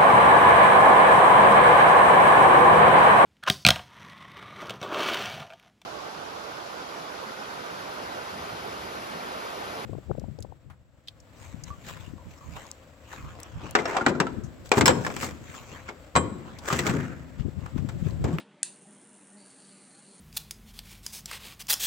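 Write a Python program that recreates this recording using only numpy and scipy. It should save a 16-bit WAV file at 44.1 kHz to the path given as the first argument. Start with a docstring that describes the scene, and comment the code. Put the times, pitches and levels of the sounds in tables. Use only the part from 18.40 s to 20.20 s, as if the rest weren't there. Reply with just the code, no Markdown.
"""A high-frequency facial wand snaps on and buzzes close to a phone, in a small quiet room.
Its interrupter, a contact that keeps opening and closing, throws a short burst of sparks in every
half cycle of the mains power. The sparks tick in the plastic handle. As the knob is turned up, the
glass tube lights and adds a lower, ringing buzz. Behind it are soft room air, a wavering hum and,
at the very start, a brief rustle."""
import sys
import numpy as np
from scipy import signal
from scipy.fft import rfft, irfft
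from scipy.io import wavfile
from scipy.ndimage import uniform_filter1d

SR = 44100
rng = np.random.default_rng(int(sys.argv[2]) if len(sys.argv) > 2 else 0)


def digitize_waveform(pressure):
    """Quantize a signal to 16-bit integers and store it at the path in sys.argv[1].

    Rows of a 2-D input are taken as channels; values are limited to [-1, 1].
    """
    field = np.atleast_2d(pressure).T
    bounded = np.clip(field, -1, 1)
    quanta = np.round(bounded * 32767).astype(np.int16)
    wavfile.write(sys.argv[1], SR, quanta)


N = 79380

SNAP_S, SPARKS_ON_S, TUBE_ON_S = .2307, .233, .969
BURST_HZ, WIDE_ABOVE_HZ = 99.9, 5940


# The four sparks of one burst: place_in_burst (0 to 1), level_db
BURST_SPARKS = [(0, 0.5), (0.409, -0.5), (.7, -6), (0.999, -2)]
# How long a burst lasts as the knob turns: time_s, length_s
BURST_LENGTH = [(.3, 0.0076), (.58, 0.0067), (.67, 0.0032), (.93, 0.0042), (1.0, 0.0052), (1.2, 0.0057),
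                (1.4, .0069), (1.6, 0.0062), (1.75, 0.0056)]
def interrupter():
    """Times and sizes of the sparks: one burst in each half cycle of the mains."""
    starts = np.arange(int(N / SR * BURST_HZ) + 1)[:, None] / BURST_HZ - .0006
    place, level_db = np.array(BURST_SPARKS).T
    times = starts + place * curve(BURST_LENGTH, starts)
    uneven_db = 2.5 * rng.standard_normal(times.shape)
    return times, undb(level_db + uneven_db) * (times > SPARKS_ON_S)


# How far sparks stray from the beat, unsteady at first: time_s, scatter_s
SPARK_SCATTER = [(.25, .0011), (.6, 0.00075), (.68, 0.000027), (1.0, .00002), (1.8, 0.000015)]
# The tone of a spark heard through the handle: pitch_hz, level_db
SPARK_COLOUR = [(600, -30), (1500, -13.5), (2700, -19.5), (3700, -16.5), (5000, -18), (6200, -12.5),
                (6500, -5.5), (6900, -12.5), (7300, -6), (7800, -5.5), (8150, -3.5), (8450, -2), (9100, 2),
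                (9450, 0.5), (9950, -2.5), (10500, -5), (11000, -14)]
# How loud the sparks are: time_s, level_db
SPARK_LEVEL = [(.25, -58), (.4, -62.5), (.52, -61.5), (.6, -62.5), (.75, -62.5), (.95, -61.5),
               (1.25, -59.5), (1.4, -60.5), (1.52, -59), (1.62, -61), (1.78, -59)]
def sparks(times, sizes, t):
    """Each spark is a tick, a bounce of the contact and a short sizzle that is wider than the tick."""
    bounce_s, sizzle_s = .000714, .0012
    times = times + curve(SPARK_SCATTER, times) * rng.standard_normal(times.shape)
    clicks = pulses(times, sizes) + undb(1) * pulses(times + bounce_s, sizes)
    ticks = undb(-5.5) * unit(colour(clicks, SPARK_COLOUR))
    arc = through(clicks, np.exp(-t / sizzle_s))  # jumps up at each click, then dies away
    sizzle, side = (undb(-1.5) * unit(colour(arc * rng.standard_normal(N), SPARK_COLOUR))
                    for _ in range(2))
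    buzz = room(ticks + sizzle, t, wet_db=-4, width=.55)
    return (buzz + .3 * sideways(side, WIDE_ABOVE_HZ)) * undb(curve(SPARK_LEVEL, t))


# The low and the high ring of the glass tube: pitch_hz, level_db, fade_s
TUBE_LOW = [(4220, 0, 0.017)]
TUBE_HIGH = [(4565, -1.5, 0.012), (5250, -9, 0.0047), (7300, -8.5, 0.0073)]
# How loud the two rings are: time_s, low_ring_db, high_ring_db
TUBE_LEVEL = [(.97, -79, -67.5), (1.05, -80, -68.5), (1.14, -78, -69.5), (1.25, -75.5, -66.5),
              (1.5, -70.5, -75), (1.75, -71.5, -69.5)]
def tube(times, sizes, t):
    """Once the gas is lit, every spark also rings the glass; the low ring grows as the knob turns."""
    scatter_s = .00001 * rng.standard_normal(times.shape)
    kicks = pulses(times + scatter_s, sizes * (times > TUBE_ON_S))
    time_s, low_db, high_db = np.array(TUBE_LEVEL).T
    glass = 0
    for tones, level_db in ((TUBE_LOW, low_db), (TUBE_HIGH, high_db)):
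        tone = highpass(ring(kicks, tones, t), 3880)
        tone /= np.std(tone[t > TUBE_ON_S])
        glass += tone * undb(np.interp(t, time_s, level_db))
    return room(glass, t, wet_db=-9, width=.18)


# The tones of the switch and handle when knocked: pitch_hz, level_db, fade_s
HANDLE_TONES = [(1680, -29.5, 0.026), (1984, -22.5, 0.019), (2705, -23.5, 0.029), (3534, -21.5, 0.023),
                (4100, -47, 0.022), (4770, -19.5, 0.017), (5450, -26, .016), (5940, -22.5, 0.037),
                (6960, -6.5, 0.013), (7700, 2, 0.0088), (8510, 1, 0.011), (9170, -2.5, 0.014),
                (9710, -3.5, 0.0077)]
# The tone of loose plastic parts rattling after the snap: pitch_hz, level_db
RATTLE_COLOUR = [(1200, -44), (1700, -2), (2250, -13), (2700, 4), (3250, -11), (3800, 2), (4800, 1),
                 (5600, -11), (6400, 0), (7800, -2), (9400, 10.5), (10500, -13)]
def switch(t):
    """The switch snaps over: a short crack, the knock of the handle and a faint rattle."""
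    since = t - SNAP_S + .00052  # the noise starts just before the knock
    def burst(fade_s):
        return rng.standard_normal(N) * (since > 0) * fade(np.abs(since), fade_s)
    crack = undb(-10) * colour(burst(fade_s=.013), SPARK_COLOUR)
    knock = undb(-17) * ring(pulses([SNAP_S], [1.]), HANDLE_TONES, t)
    rattle = undb(-37) * colour(burst(fade_s=.29), RATTLE_COLOUR)
    snap = highpass(knock + crack + rattle, 1606, order=7)
    return room(snap, t, wet_db=-18, width=1.6)


# The tone of the room's air: pitch_hz, level_db
AIR_COLOUR = [(30, -57), (75, -32.5), (110, -18), (150, -2.5), (280, -0.5), (330, -5), (385, -4.5),
              (420, -10), (470, -5.5), (540, -13), (600, -5), (660, -14.5), (810, -10.5), (1050, -14.5),
              (1900, -16), (2900, -18.5), (4200, -26), (5500, -32), (9500, -30.5), (11000, -45.5)]
def air():
    """A soft, low rush that flickers, with its treble spread left and right."""
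    middle, side = (undb(-59.5) * unit(colour(patchy_noise(), AIR_COLOUR)) for _ in range(2))
    return middle + .54 * sideways(side, above_hz=5070)


# The tones that make up the hum: pitch_multiple, level_db
HUM_TONES = [(1, 0), (2, -14), (3, -15)]
# How the hum swells and dips: time_s, level_db
HUM_LEVEL = [(0, -69.5), (.07, -58.5), (.14, -77), (.3, -60.5), (.39, -66), (.52, -58), (.6, -68.5),
             (.74, -61), (.81, -65.5), (.91, -65), (.96, -55.5), (1.07, -61), (1.15, -73), (1.34, -58.5),
             (1.48, -71), (1.71, -61.5), (1.8, -67)]
def hum(t):
    """A low hum whose pitch wavers while each of its tones flutters in loudness."""
    pitch_hz = 196.6 + 4.99 * wander(rate_hz=20)
    phase = 2 * np.pi * np.cumsum(pitch_hz) / SR
    tones = sum(undb(level_db + 2 * wander(rate_hz=22.36)) * np.sin(multiple * phase)
                for multiple, level_db in HUM_TONES)
    return np.sqrt(2) * tones * undb(curve(HUM_LEVEL, t))


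# The tone of the opening rustle: pitch_hz, level_db
RUSTLE_COLOUR = [(150, -36), (500, -1), (950, -4), (2000, -5.5), (3300, -1), (4700, -8), (6000, -19),
                 (9700, -10.5), (11000, -17)]
def rustle(t):
    """A brief puff of noise that dies away at the start."""
    return undb(-48) * unit(colour(rng.standard_normal(N), RUSTLE_COLOUR)) * fade(t, fade_s=.13)


def room(x, t, wet_db, width):
    """Add echoes off the table and a short tail, at level wet_db; only the treble spreads sideways."""
    early, tail = undb(-4) * fade(t, fade_s=.035), fade(t, fade_s=.24)
    shape = (t > .0052) * (early + tail)  # a short gap before the first echo
    shape = undb(wet_db) * shape / np.sqrt(np.sum(shape ** 2))
    middle, side = (through(x, shape * rng.standard_normal(N)) for _ in range(2))
    return x + middle + width * sideways(side, WIDE_ABOVE_HZ)


def patchy_noise(bands=24, flicker_db=2.5):
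    """Noise whose low and middle bands each flicker on their own."""
    spectrum, hz = rfft(rng.standard_normal(N)), np.arange(N // 2 + 1) * SR / N
    band = np.digitize(hz, np.geomspace(140, 3500, bands))
    flicker = sum(irfft(spectrum * (band == k), N) * undb(flicker_db * wander(rate_hz=28.04))
                  for k in range(bands))
    return flicker + irfft(spectrum * (band == bands), N)


def undb(db):
    """Turn decibels into a number to multiply by."""
    return 10 ** (np.asarray(db) / 20)


def unit(x):
    """Scale a sound to an average strength (rms) of 1."""
    return x / np.sqrt(np.mean(x ** 2))


def curve(rows, t):
    """Join (time_s, value) rows with straight lines."""
    return np.interp(t, *np.array(rows).T)


def fade(t, fade_s):
    """Die away, falling 60 dB in fade_s seconds."""
    return np.exp(-np.log(1000) * t / fade_s)


def through(x, response):
    """Play x through something whose answer to one click is response."""
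    return signal.fftconvolve(x, response)[:N]


def highpass(x, hz, order=4):
    """Take out what lies below hz."""
    return signal.sosfilt(signal.cheby1(order, .5, hz, "high", fs=SR, output="sos"), x)


def colour(x, points, size=4096):
    """Make each pitch louder or softer, following (pitch_hz, level_db) rows."""
    hz, db = np.array(points).T
    bins = np.maximum(np.arange(size // 2 + 1) * SR / size, 1)
    gains = undb(np.interp(np.log(bins), np.log(hz), db))
    cepstrum = irfft(np.log(gains))
    # Fold the second half onto the first, so the filter never sounds ahead of a click.
    cepstrum[1:size // 2] *= 2
    cepstrum[size // 2 + 1:] = 0
    return through(x, irfft(np.exp(rfft(cepstrum))))


def wander(rate_hz):
    """A smooth random drift with a typical size of 1."""
    step = int(SR / rate_hz)
    held = rng.standard_normal(256)[(np.arange(N) // step) % 256]
    return unit(uniform_filter1d(uniform_filter1d(held, step), step))


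def pulses(times, sizes):
    """Clicks, each shared between its two nearest samples."""
    out, at = np.zeros(N + 1), np.clip(np.ravel(times) * SR, 0, N - 1)
    i = at.astype(int)
    np.add.at(out, i, np.ravel(sizes) * (1 - at + i))
    np.add.at(out, i + 1, np.ravel(sizes) * (at - i))
    return out[:N] * (np.arange(N) < N - 1)


def ring(x, tones, t):
    """Each click in x sets off fading (pitch_hz, level_db, fade_s) tones."""
    strike = sum(undb(db) * fade(t, fade_s) * np.sin(2 * np.pi * hz * t) for hz, db, fade_s in tones)
    return through(x, strike)


def sideways(x, above_hz):
    """The treble of x, opposite in left and right so that it sounds wide."""
    return highpass(x, above_hz, order=6) * np.array([[1], [-1]])


def scene():
    """The wand's switch, sparks and tube over the room's background."""
    t = np.arange(N) / SR
    times, sizes = interrupter()
    wand = switch(t) + sparks(times, sizes, t) + tube(times, sizes, t)
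    return wand + air() + hum(t) + rustle(t)


# How strongly the microphone hears each pitch: pitch_hz, level_db
MIC_COLOUR = [(20, -16.5), (70, 1.5), (120, 0.5), (9950, 1), (10300, -5), (11000, -12)]
def record(dry):
    """The phone thins the deep bass, rolls off the top and then cuts it steeply."""
    heard = np.array([colour(channel, MIC_COLOUR) for channel in dry])
    top_hz = 10900
    return signal.sosfilt(signal.ellip(10, .2, 70, top_hz, fs=SR, output="sos"), heard)


dry = scene()
out = record(dry)
digitize_waveform(out)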